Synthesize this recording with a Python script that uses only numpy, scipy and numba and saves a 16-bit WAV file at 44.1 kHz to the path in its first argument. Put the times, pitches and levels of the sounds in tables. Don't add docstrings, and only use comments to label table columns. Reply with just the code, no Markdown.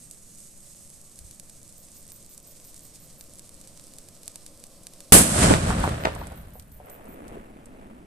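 import sys
import numpy as np
from scipy import signal
from scipy.fft import rfft, irfft
from scipy.io import wavfile
from numba import njit

SR = 44100
rng = np.random.default_rng(int(sys.argv[2]) if len(sys.argv) > 2 else 0)


def pcm_store(signal):
    levels = np.round(np.clip(np.atleast_2d(signal), -1, 1) * 32767)
    wavfile.write(sys.argv[1], SR, levels.astype(np.int16).T)


N = 355446
T = np.arange(N) / SR
BANG_S = 5.122


def undb(db):
    return 10 ** (np.asarray(db) / 20)


def unit(x):
    return x / np.sqrt(np.mean(x ** 2))


def walk(rate_hz):
    knots = rng.standard_normal(int(N / SR * rate_hz) + 2)
    return np.interp(T * rate_hz, np.arange(len(knots)), knots)


def noise(apart):
    return rng.standard_normal(N) + apart * rng.standard_normal((2, N))


def convolve(x, response):
    return signal.fftconvolve(x, np.atleast_2d(response), axes=1)[:, :N]


def colour(x, points, size=8192):
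    hz, db = np.transpose(points)
    bins_hz = np.arange(size // 2 + 1) * SR / size
    outline_db = np.interp(np.log(bins_hz + 1), np.log(hz), db)
    cepstrum = irfft(np.log(undb(outline_db)))
    cepstrum[1:size // 2] *= 2
    cepstrum[size // 2 + 1:] = 0
    response = irfft(np.exp(rfft(cepstrum)))
    return convolve(x, response / np.linalg.norm(response))


@njit
def lowpass(x, edge_hz):
    out = np.empty_like(x)
    for channel in range(2):
        band, low = 0., 0.
        for i in range(x.shape[1]):
            g = np.tan(np.pi * min(edge_hz[i] / SR, .45))
            v = (band + g * (x[channel, i] + 1e-18 - low)) / (1 + g * (g + np.sqrt(2)))
            out[channel, i] = low + g * v
            band, low = 2 * v - band, low + 2 * g * v
    return out


def clicks(times_s, sizes, late_ms=0, pan_db=0):
    out = np.zeros((2, N))
    for channel, side in enumerate((1, -1)):
        at = np.round((times_s + side * late_ms / 2000) * SR).astype(int)
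        np.add.at(out[channel], at % N, sizes * undb(side * pan_db / 2))
    return out


def scatter(rate_hz, spread_db, late_ms, fan_ms, max_count=60000):
    when, polarity = rng.random((max_count, 2))[:int(rate_hz * N / SR)].T
    size, direction = rng.standard_normal((max_count, 2))[:len(when)].T
    sizes = np.sign(polarity - .5) * undb(spread_db * np.clip(size, -2, 2))
    return clicks(when * N / SR, sizes, late_ms + fan_ms * direction)


def smear(x, t60_s, wet_db):
    tail = rng.standard_normal((2, SR // 2)) * np.exp(-np.log(1000) * T[:SR // 2] / t60_s)
    return x + undb(wet_db) * convolve(x, tail / np.linalg.norm(tail[0]))


def swell(peak_s, rise_s, fade_s):
    return np.exp(-np.maximum((peak_s - T) / rise_s, (T - peak_s) / fade_s))


def envelopes(rows):
    bass, upper = 0, 0
    for peak_s, db, rise_s, fade_s, bass_db in rows:
        power = (undb(db) * swell(peak_s, rise_s, fade_s)) ** 2
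        bass += power * undb(bass_db) ** 2
        upper += power
    return np.sqrt(bass), np.sqrt(upper)


# freq_hz, level_db
SNAP_EDGE = [(1500, -25), (4500, -2.5), (7500, 4.5), (11000, -1), (15000, -8)]
SNAP_BODY = [(200, -15), (800, -2.5), (2500, 0), (4800, 5), (7000, 4.5), (12000, -19.5)]


def snaps(rows, t60_s, wet_db):
    start_s, db, body_db = np.transpose(rows)
    pan_db = -1 + .7 * rng.standard_normal(len(start_s))
    edge = colour(clicks(start_s, undb(db), pan_db=pan_db), SNAP_EDGE)
    body = colour(clicks(start_s, undb(db + body_db)), SNAP_BODY)
    return smear(edge + body, t60_s, wet_db)


# freq_hz, level_db
FLAME = [(200, -17), (300, 4), (400, -6), (560, 3), (850, -11.5), (1200, -10.5), (1900, -29.5),
         (4000, -20.5)]
GAS = [(1200, -19), (2300, -6), (3100, -5.5), (4400, 0), (5600, 0.5), (8000, -28), (12000, -27.5)]
JET = [(3500, -27.5), (5300, -7.5), (6300, -1), (6900, 1), (7500, -5.5), (8300, 0.5), (9300, -9.5),
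       (11000, -6), (14000, -12)]
# start_s, level_db, body_vs_edge_db
SPITS = [(0.1118, -22, -11), (1.1902, -24, -4.5), (1.3112, -25.5, -4.5), (1.3982, -21.5, -4),
         (1.497, -27, -3.5), (2.1196, -25.5, -4.5), (2.3784, -23.5, -9.5), (2.744, -27, -5.5),
         (2.9582, -31, -1), (3.2101, -26, 3), (3.3945, -24, -2), (3.493, -27.5, -3.5), (3.6135, -27.5, -4),
         (3.6745, -28.5, -4), (3.9374, -28.5, -3), (3.9854, -24, -2.5), (4.087, -27, -3.5),
         (4.2335, -30.5, 1), (4.2792, -14.5, -4), (4.358, -19, -3), (4.4642, -23.5, -1), (4.6394, -24, 0.5),
         (4.869, -20.5, 2), (4.9363, -28, -3), (5.0054, -25, 1.5)]


def fuse():
    flicker = undb(.5 * walk(6.4) + .73 * walk(4.8) + 2 * walk(60))
    flame = undb(-65.5 + 1.6 * T) * unit(colour(noise(apart=.31), FLAME))
    gas = undb(-65.5 + .55 * T) * unit(colour(noise(apart=.82), GAS))
    jet = undb(-57 - 1.4 * T) * unit(colour(noise(apart=1), JET))
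    grains = unit(colour(scatter(rate_hz=45, spread_db=4, late_ms=0, fan_ms=.034), SNAP_EDGE))
    sparks = unit(colour(scatter(rate_hz=9, spread_db=6, late_ms=0, fan_ms=.048), SNAP_BODY))
    burn = flame + flicker * (gas + jet) + undb(-66) * grains + undb(-81 + 2.5 * T) * sparks
    burn *= undb([[.4], [-.4]])
    return burn * (T < BANG_S) + undb(-1) * snaps(SPITS, t60_s=.016, wet_db=-2)


# freq_hz, level_db
AIR = [(12, 10), (25, 0), (50, -4.5), (110, -4.5), (185, -2.5), (300, -12.5), (420, -19), (900, -27.5),
       (2000, -27.5), (6000, -37), (14000, -51)]


def air(rumble_db=-52.5, gust_db=-44, gust_s=1.238, gust_width_s=.041):
    rumble = undb(rumble_db + .8 * walk(3.9)) * unit(colour(noise(apart=.45), AIR))
    gust = unit(colour(noise(apart=.74), [(10, -24.5), (28, 7), (65, 2.5), (120, -10), (400, -48.5)]))
    return rumble + undb(gust_db) * np.exp(-((T - gust_s) / gust_width_s) ** 2) * gust


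# start_s, end_s, first_gap_s, level_db
PHRASES = [(1.774, 3.27, .1712, -54), (5.827, 7.17, .1752, -53.5)]


def cricket(tooth_hz=182, teeth=12, gap_growth_s=.0012, opening_lead_s=.04, opening_db=-5):
    drive = np.zeros(N)
    for start_s, end_s, gap_s, phrase_db in PHRASES:
        k = np.arange((end_s - start_s) / gap_s)
        strokes_s = start_s + k * gap_s + gap_growth_s * k ** 2 / 2
        for stroke_s in strokes_s[strokes_s < end_s]:
            db = phrase_db + 1.52 * rng.standard_normal()
            teeth_s = (np.arange(teeth) + .024 * rng.standard_normal(teeth)) / tooth_hz
            sizes = undb(db + 1.5 * rng.standard_normal(teeth) - np.linspace(0, 4, teeth))
            drive[((stroke_s + teeth_s) * SR).astype(int)] += sizes
            drive[int((stroke_s - opening_lead_s) * SR)] += undb(db + opening_db)
    rasp = signal.lfilter([1], [1, -np.exp(-1 / (.00152 * SR))], drive)
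    spectrum = [(10500, -57), (11900, -.5), (12700, -3.5), (13900, 11), (14400, -9.5), (15500, -18.5)]
    wing = unit(colour(noise(apart=1), spectrum))
    song = smear(rasp * wing, t60_s=.17, wet_db=-3)
    return song * undb([[3], [8]])


# start_s, level_db, push_ms, edge_hz, left_late_ms
SHOCKS = [(5.122, 8.5, 1.57, 9000, 0.318), (5.127, -0.5, 1.9, 3000, 0.246), (5.445, -6, 0.33, 2500, 0.41),
          (5.5084, 5.5, 1.015, 700, 0.8), (5.5121, 7.5, 0.75, 700, 0.537), (5.519, 0.5, 0.486, 1200, 0.43),
          (5.539, 4, 0.374, 4000, 0.49), (5.877, -5.5, 0.596, 1610, 0.108),
          (6.0376, -12, 0.345, 3500, 0.38), (6.0516, -3.5, 0.413, 3494, 0.412),
          (6.0549, 3, 0.26, 3160, 0.422), (6.0716, -1.5, 0.317, 1300, 0.403)]


def shocks():
    out = np.zeros((2, N))
    for start_s, db, push_ms, edge_hz, late_ms in SHOCKS:
        age = T[:SR // 10] * 1000 / push_ms
        wave = signal.lfilter(*signal.butter(2, edge_hz, fs=SR), (1 - age) * np.exp(-age))
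        for channel, side in enumerate((1, -1)):
            at = int((start_s + side * late_ms / 2000) * SR)
            out[channel, at:at + len(wave)] += undb(db) * wave
    return smear(out, t60_s=.23, wet_db=-7)


SWELLS = [(5.29, -18.5, 0.076, 0.31, 3), (5.44, -0.5, 0.0606, 0.0943, -0.5), (5.53, -4, 0.071, 0.0504, 1.5),
          (5.7, -5, 0.103, 0.046, 1.5), (5.84, -3.5, 0.15, 0.228, 4), (6.08, -8, 0.07, 0.154, -14.5),
          (6.21, -10, 0.096, 0.334, 6.5), (6.82, -23, .3, 0.089, 17)]
# freq_hz, level_db
BANKS = [(15, -23.5), (35, -7), (60, 0), (110, -2), (185, 2), (280, -1.5), (400, -15), (900, -38.5)]
ROCKS = [(130, -19.5), (280, 1), (420, -1.5), (640, 2.5), (900, -5), (1500, -5), (2400, -13), (4000, -18),
         (8000, -37.5)]
SCRUB = [(800, -6.5), (2000, -1.5), (3500, -2.5), (6000, -2.5), (8500, 0), (10800, -1), (12200, -3),
         (14000, -8.5)]


def slopes_and_rumble(road_hold_s=.011, road_fade_s=.06445):
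    age_s = np.maximum(T - BANG_S, 0)
    road = np.exp(-np.maximum(age_s - road_hold_s, 0) / road_fade_s)
    bass, upper = (np.hypot(road, envelope) for envelope in envelopes(SWELLS))
    banks = unit(colour(scatter(rate_hz=1200, spread_db=1, late_ms=.12, fan_ms=.1), BANKS))
    rocks = unit(colour(scatter(rate_hz=2200, spread_db=2, late_ms=.3464, fan_ms=.23), ROCKS))
    scrub = unit(colour(scatter(rate_hz=7000, spread_db=1, late_ms=.27, fan_ms=.27), SCRUB))
    banks_hz = 480 / (1 + 3.8 * age_s)
    scrub_hz = 19000 / (1 + 3.486 * np.minimum(age_s, .33))
    boom = undb(-9 - 14.2 * age_s) * lowpass(banks, banks_hz)
    clatter = undb(-11 - 19.55 * age_s) * rocks
    rustle = undb(-7 - 40.72 * age_s) * lowpass(lowpass(scrub, scrub_hz), scrub_hz)
    return (bass * boom + upper * (clatter + rustle)) * (T >= BANG_S)


# start_s, level_db, centre_hz, fade_s
SLAPS = [(5.705, -24.5, 1070, 0.04), (5.84, -18, 946, 0.0194), (6.056, -26, 561, 0.0424),
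         (6.162, -30, 790, 0.0118), (6.215, -32, 859, 0.0096), (6.318, -38, 692, 0.0141),
         (6.555, -42.5, 642, 0.0197), (6.801, -41.5, 624, 0.014), (6.997, -41.5, 589, 0.0089),
         (7.317, -45.5, 478, 0.024), (7.368, -37, 386.2, 0.0252), (7.748, -43.5, 575, .015)]


def slaps(band_ratio=1.283):
    cluster = unit(scatter(rate_hz=5200, spread_db=4, late_ms=.2, fan_ms=.022))
    out = np.zeros((2, N))
    for start_s, db, hz, fade_s in SLAPS:
        front = clicks(np.array([start_s]), np.sqrt(fade_s * SR / 2), late_ms=.22)
        tail = (T > start_s) * np.exp(-np.abs(T - start_s) / fade_s) * cluster
        band = signal.butter(2, [hz / band_ratio, hz * band_ratio], "band", fs=SR)
        out += undb(db) * np.sqrt(SR / (4 * hz)) * signal.lfilter(*band, front + tail)
    return out


# start_s, level_db, body_vs_edge_db
DEBRIS = [(5.8007, -23, -12.5), (5.8923, -26, 3), (6.1508, -27.5, -5.5), (6.2703, -28, -11.5),
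          (6.3213, -39, -9.5), (6.505, -43.5, -12), (6.5974, -31.5, 3), (6.6239, -40, 0), (6.7194, -41, -5),
          (6.898, -33, -13), (7.056, -42, -12.5), (7.281, -33.5, -1), (7.6578, -35, -17.5)]
# freq_hz, level_db
GRIT = [(2000, -24), (5000, -8.5), (8500, -7.5), (11000, -1), (14000, -1.5)]


def debris(grit_db=-61.5):
    fall = undb(grit_db) * swell(peak_s=6.3, rise_s=.4, fade_s=.97) * (T >= BANG_S)
    grit = unit(colour(scatter(rate_hz=900, spread_db=2.5, late_ms=0, fan_ms=.3), GRIT))
    return fall * grit + snaps(DEBRIS, t60_s=.04, wet_db=1)


# peak_s, level_db, rise_s, fade_s, extra_bass_db
HILLS = [(6.88, -48, 0.081, 0.45, -10), (7.1, -48.5, 0.1014, 0.58, 3), (7.335, -45.5, 0.079, 0.088, 5.5),
         (7.57, -57, 0.038, 0.18, 8), (7.83, -52, 0.16, 0.345, 4.5), (7.96, -62, .04, .12, 13.5)]
# freq_hz, level_db
FLANKS = [(40, 1.5), (130, -10.5), (215, 2.5), (290, 1), (380, -3), (520, -16), (1000, -55.5)]
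CRAGS = [(300, -12.5), (480, -1), (650, 0), (950, -6.5), (1600, -12.5), (2600, -17), (5000, -37.5)]


def hills():
    bass, upper = envelopes(HILLS)
    crags = scatter(rate_hz=1600, spread_db=3, late_ms=.41, fan_ms=.16)
    flanks = scatter(rate_hz=640, spread_db=1, late_ms=.4, fan_ms=.17)
    return bass * unit(colour(flanks, FLANKS)) + upper * unit(colour(crags, CRAGS))


def scene():
    return fuse() + air() + cricket() + shocks() + slopes_and_rumble() + slaps() + debris() + hills()


# pitch_hz, width_hz, gain_db
PORTS = [(10513, 1200, 9.5), (8402, 1258, 12)]


def record(dry, top_hz=14400):
    heard = np.empty_like(dry)
    for channel, (hz, width_hz, db) in enumerate(PORTS):
        ring = signal.lfilter(*signal.iirpeak(hz, hz / width_hz, fs=SR), dry[channel])
        heard[channel] = dry[channel] + undb(db) * ring
    clipped = heard / (1 + heard ** 4) ** (1 / 4)
    band_limit = signal.ellip(8, .2, 70, top_hz, fs=SR, output="sos")
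    return np.clip(signal.sosfilt(band_limit, clipped), -1, 1)


dry = scene()
out = record(dry)
pcm_store(out)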